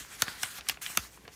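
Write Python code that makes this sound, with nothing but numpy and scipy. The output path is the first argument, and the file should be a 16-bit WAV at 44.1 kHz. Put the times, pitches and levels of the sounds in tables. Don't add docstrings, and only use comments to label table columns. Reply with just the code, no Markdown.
import sys
import numpy as np
from scipy import signal
from scipy.fft import rfft, irfft
from scipy.io import wavfile
from scipy.ndimage import uniform_filter1d

SR = 44100
rng = np.random.default_rng(int(sys.argv[2]) if len(sys.argv) > 2 else 0)


def unload_wav(signal):
    wavfile.write(
        sys.argv[1],
        SR,
        np.round(np.clip(np.atleast_2d(signal).T, -1, 1) * 32767).astype(np.int16),
    )


def voltage_ratio(level):
    return 10 ** (np.asarray(level, float) / 20)


N = 59535

# pitch_hz [Hz], level_db [dB per Hz]
ROOM_COLOUR = [(15, -41), (25, 9), (399, -3.5), (634, -9), (1120, -7.5), (1360, -20), (1510, -10.5),
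               (12900, -21.5), (16500, -36)]
# pitch_hz [Hz], level_db [dB per Hz]
SLIDE_COLOUR = [(88, -37), (150, -13), (539, -6.5), (1560, 6), (4510, 0.5), (4870, -2), (9150, -1.5),
                (15300, -5), (16500, -51)]
# start_s [s], level_db [dB], tilt_db [dB per octave], pocket_hz [Hz]
LIFT_STROKES = [
    [(0.0, -42, 1.2, 6640), (0.034, -48, 0.8, 6700), (0.08, -53.5, -0.8, 5660), (0.138, -43.5, -0.3, 6720),
     (0.176, -55.5, 0, 5990), (0.214, -38, -0.5, 6160)],
    [(0.245, -45, 0, 4870), (0.272, -44, -4, 4500), (0.284, -40, -1.2, 4600), (0.357, -46, -1.2, 4920),
     (0.387, -49, -0.2, 6300), (0.426, -38.5, 1.8, 6750)],
    [(0.455, -39.5, -0.9, 8600), (0.513, -46.5, 1.2, 8800), (0.545, -46, 0.6, 8850),
     (0.552, -45, 0.7, 4500), (0.575, -43, 1.3, 4590), (0.587, -39, -0.8, 4510), (0.604, -52.5, -3, 4350)],
    [(0.618, -54.5, -5, 5330), (0.64, -56.5, -1.5, 6200), (0.68, -44, -1, 6400)],
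    [(0.715, -39.5, -1.5, 6200), (0.768, -56.5, -2.8, 5250)],
]
# start_s [s], level_db [dB], tilt_db [dB per octave], pocket_hz [Hz]
SWEEP_STROKES = [
    [(0.782, -69, -10, 7590), (0.808, -75, -2, 7600), (0.818, -40, 1, 7600), (0.826, -38, 3, 7360),
     (0.858, -40, 1, 7500)],
    [(0.872, -41, 1.5, 7360), (0.93, -42.5, 1, 8200), (0.966, -45.5, 2, 7060)],
    [(1.0, -45.5, -0.3, 5400), (1.058, -47.5, 1, 5660), (1.104, -59.5, -0.5, 6100), (1.136, -58, 1.5, 7700),
     (1.148, -58, -0.5, 7700), (1.17, -60, 2.5, 7480)],
    [(1.18, -59, -4, 6440), (1.184, -65, 1.5, 6400), (1.248, -62, 0.01, 5770), (1.254, -57, -8, 5760),
     (1.272, -66, -7, 5760)],
    [(1.29, -55.5, -8, 5500), (1.294, -63, -5, 5530), (1.326, -57, 0, 5730), (1.33, -53.5, 0, 5560),
     (1.35, -57.5, 2.5, 5730)],
]
# pitch_ratio [1], depth_db [dB]
POCKET_DIPS = [(.64, -2.5), (1.5, -1.5)]
# start_s [s], level_db [dB], travel_ms [ms at 1 kHz], lowest_hz [Hz]
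AIR_FLAPS = [(.003, -50, 3.8, 141), (.220, -35.5, 2.26, 128), (0.223, -59, 4.5, 59),
             (0.278, -38.5, 1.47, 174), (0.371, -52, 2.9, 122), (0.431, -47, 3.45, 120),
             (0.582, -53.5, 2.18, 150), (0.694, -45.5, 1.77, 110), (0.894, -54, 2.87, 140),
             (0.971, -35, 3.18, 175), (.975, -42, 5.26, 62.4), (1.237, -50.5, 2.4, 139),
             (1.279, -48, 1.37, 302)]
# start_s [s], level_db [dB peak], pitch_hz [Hz], length_ms [ms]
DULL_TICKS = [(0.048, -38, 1410, 1.04), (0.281, -25.5, 1700, 1.7), (.4425, -32, 2400, 2.2),
              (.583, -35.5, 1780, 2.03), (0.609, -31, 2560, 0.94), (0.669, -39, 1900, 1.1),
              (.4598, -31, 2300, 1.6), (.6895, -21, 3970, 1.18), (0.743, -37.5, 2190, 2.2),
              (.772, -37.5, 1580, 1.13), (.831, -28, 8000, 2.4), (0.8627, -24, 2600, 1.52),
              (.900, -37.5, 910, 1.93), (.951, -37, 1410, 0.65), (0.971, -26, 1970, 1.2),
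              (1.049, -41.5, 1170, 2.15), (1.174, -42.5, 1010, 1.1), (1.277, -37.5, 606, 2.55),
              (1.278, -36.5, 2450, 2.6)]
# start_s [s], level_db [dB peak], lowest_hz [Hz], length_ms [ms], travel_ms [ms at 1 kHz]
CREASE_SNAPS = [
    (0.2203, -9, 250, 1.15, 3),
    (0.4314, -17.5, 550, 1.3, 2.93),
    (0.6865, -17, 990, 1.094, 3.15),
    (0.695, -16.5, 590, 1.9, 3.0),
    (0.9723, -10, 250, 1.04, 2.9),
]
# pitch_hz [Hz], level_db [dB per Hz]
SNAP_COLOUR = [(240, -15), (400, -8.5), (3120, -2), (7700, -6), (11200, -10), (15000, -10), (16500, -27)]
PANEL_BUCKLES = [.220, .281, .431, .686, .695, .772, .863, .972, 1.278]
# delay_ms [ms], level_db [dB peak], pitch_hz [Hz], swell_ms [ms]
PANEL_RINGS = [
    [(.7, -16.5, 6800, 0.53), (0.897, -14.5, 4250, 0.45), (.55, -20, 11100, 0.51),
     (1.798, -19.5, 2810, 0.52), (1.77, -21.5, 1524, 1.22), (4.5, -30, 1990, 1.07), (2.27, -36, 630, 1.13)],
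    [(.4, -31.5, 1700, 0.97), (0.19, -35.5, 3500, 0.52)],
    [(.55, -20.5, 5830, 0.44), (.4, -26.5, 9200, 0.41), (3.8, -22.5, 3050, 0.54), (1.61, -25.5, 1640, 1.4),
     (2.2, -30.5, 860, 1.35), (16.5, -35, 1400, 0.35), (2.67, -32.5, 1280, 1.2), (6.8, -30, 2250, 0.96)],
    [(.8, -21.5, 9760, 0.58), (1.2, -20.5, 6170, 0.61), (2.12, -30.5, 2900, 0.88), (1.164, -29, 4850, 0.64),
     (0.88, -35, 13100, 0.54)],
    [(0.29, -22, 2650, .9), (1.29, -19.5, 3270, 0.63), (1.04, -24, 12000, 0.73), (2.6, -26, 5170, 0.82),
     (0.53, -28, 1960, 1.16), (5.6, -23.5, 2470, 0.34), (1.57, -35, 906, 1.06)],
    [(.3, -45, 780, 1.1), (.6, -43, 2570, 0.91)],
    [(0.23, -27.5, 3270, 0.48), (0.72, -26.5, 1920, 0.63), (0.39, -36, 5530, 0.58)],
    [(1.1, -15, 12000, 0.41), (0.97, -14.5, 6780, 0.39), (0.74, -20, 1410, 1.44), (2.2, -17.5, 2440, 0.57),
     (3.3, -23, 3630, 0.56), (3.16, -33, 758, 1.5)],
    [(.4, -42, 1990, 0.71), (.6, -50, 4630, 0.75)],
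]


def unit(x):
    return x / np.sqrt(np.mean(x ** 2))


def colour(points, hz):
    p = np.array(points, float)
    return np.interp(np.log(hz + 1), np.log(p[:, 0]), p[:, 1])


def shaped(x, gain):
    return irfft(rfft(x) * gain(np.fft.rfftfreq(len(x), 1 / SR)), len(x))


def bell(hz, centre_hz, octaves):
    return np.exp(-.5 * (np.log2((hz + 1) / centre_hz) / octaves) ** 2)


def walk(rate_hz):
    hold = int(SR / rate_hz)
    levels = np.repeat(rng.standard_normal(N // hold + 1), hold)
    slewed = uniform_filter1d(uniform_filter1d(levels, hold), hold)
    return unit(slewed[:N])


def add(out, x, start_s):
    i = int(start_s * SR)
    out[i:i + len(x)] += x[:len(out) - i]


def bending(length_ms, travel_ms, level_db, gain, chance, size=4096):
    loss_db_per_cycle, fade = .55, .55
    hz = np.fft.rfftfreq(size, 1 / SR)
    when, far, big = chance[:, :, None]
    late = -np.log(1 - .99 * when)
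    wait_cycles = hz * late * length_ms / 1000
    travel_cycles = 2 * (.3 + 1.5 * far) * travel_ms / 1000 * np.sqrt(1000 * hz)
    strength = (2 * big - 1) * np.exp(-fade * late) * voltage_ratio(-loss_db_per_cycle * wait_cycles)
    waves = np.sum(strength * np.exp(-2j * np.pi * (wait_cycles + travel_cycles)), axis=0)
    even = np.sqrt(uniform_filter1d(np.abs(waves) ** 2, size=50))
    fade_out = np.clip(3 - 4 * np.arange(size) / size, 0, 1)
    wave = irfft(gain(hz) * waves / even, size) * fade_out
    return wave * voltage_ratio(level_db) / np.abs(wave).max()


def room_tone():
    hum_hz, hum_width_hz = 59, 11
    air = unit(shaped(rng.standard_normal(N), lambda hz: voltage_ratio(colour(ROOM_COLOUR, hz))))
    hum = unit(shaped(rng.standard_normal(N), lambda hz: 1 / (1 + (2 * (hz - hum_hz) / hum_width_hz) ** 2)))
    return air * voltage_ratio(-57.5) + hum * voltage_ratio(-63.5)


def slide():
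    grains_per_s, grain_db = 14000, 2.2
    pocket_db, pocket_oct, dip_oct = 5, 0.28, 0.078
    flicker_db, judder_db = 1.8, 1.1
    rows = np.concatenate([np.array(s, float) for s in LIFT_STROKES + SWEEP_STROKES])
    t = np.arange(N) / SR
    level, tilt, pocket = (np.interp(t, rows[:, 0], rows[:, k]) for k in (1, 2, 3))
    out = 0
    for f in 250 * 2 ** np.arange(0, 6.2, .25):
        slips = (rng.random(N) < grains_per_s / SR) * rng.standard_normal(N)
        grains = slips * voltage_ratio(grain_db * rng.exponential(size=N))
        band = shaped(unit(grains), lambda hz: bell(hz, f, .13) * voltage_ratio(colour(SLIDE_COLOUR, hz)))
        dips = sum(db * bell(f, ratio * pocket, dip_oct) for ratio, db in POCKET_DIPS)
        resonance = pocket_db * bell(f, pocket, pocket_oct)
        brightness = tilt * np.log2(f / 3500)
        out = out + band * voltage_ratio(dips + brightness + resonance + flicker_db * walk(20.63))
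    return unit(out) * voltage_ratio(level + judder_db * walk(88.9))


def flaps():
    top_hz, q = 516, 1.46
    out = np.zeros(N)
    one_break = np.array([[0], [.5], [1]])
    for s, db, travel, f in AIR_FLAPS:
        def low(hz):
            return hz ** 1.63 / (f ** 2 - hz ** 2 + 1j * hz * f / q) / (1 + (hz / top_hz) ** 2)
        add(out, bending(0, travel, db, low, one_break, size=8192), s)
    return out


def ticks():
    out = np.zeros(N)
    width_oct, travel_ms = 0.75, 0.96
    for s, db, f, ms in DULL_TICKS:
        add(out, bending(ms, travel_ms, db, lambda hz: bell(hz, f, width_oct) + 0.02, rng.random((3, 30))), s)
    return out


def snaps():
    out = np.zeros(N)
    for s, db, f, ms, travel in CREASE_SNAPS:
        def crack(hz):
            return voltage_ratio(colour(SNAP_COLOUR, hz)) / (1 + (f / (hz + 1)) ** 2)
        add(out, bending(ms, travel, db, crack, rng.random((3, 40))), s)
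    return out


def rings():
    out, t = np.zeros(N), np.arange(1000) / SR
    sag = .05
    for s, panels in zip(PANEL_BUCKLES, PANEL_RINGS):
        for delay_ms, db, f, swell_ms in panels:
            u = np.minimum(t * 1000 / swell_ms, 20)
            swell = u * np.exp(1 - u)
            tone = np.sin(2 * np.pi * f * t * (1 + sag * (1 - u / 2)))
            add(out, voltage_ratio(db) * swell * tone, s + delay_ms / 1000)
    return out


def reverberation(pops):
    t60_s, wet_db, ceiling_s, ceiling_db = 0.11, -12, .0146, -20.5
    t = np.arange(SR // 3) / SR
    tail = rng.standard_normal(len(t)) * voltage_ratio(-60 * t / t60_s) * np.minimum(t / 0.002, 1)
    energy = np.sum(tail ** 2)
    tail = voltage_ratio(wet_db) * shaped(tail, lambda hz: 1 / np.sqrt(1 + (hz / 7000) ** 2)) / np.sqrt(energy)
    echo = rng.standard_normal(60) * np.exp(-np.arange(60.))
    add(tail, voltage_ratio(ceiling_db) * echo, ceiling_s)
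    return signal.fftconvolve(pops, tail)[:N]


def scene():
    pops = rings() + snaps() + ticks() + flaps()
    return (pops + reverberation(pops) + slide() + room_tone())[None]


def top_cut(x):
    return signal.sosfilt(signal.butter(12, 16960, fs=SR, output="sos"), x)


def record(dry):
    low_hz, top_hz = 50.3, 16200
    x = signal.sosfilt(signal.butter(3, low_hz, "high", fs=SR, output="sos"), dry)
    x = signal.sosfilt(signal.ellip(8, .2, 60, top_hz, fs=SR, output="sos"), x)
    return top_cut(x)


dry = scene()
out = record(dry)
unload_wav(out)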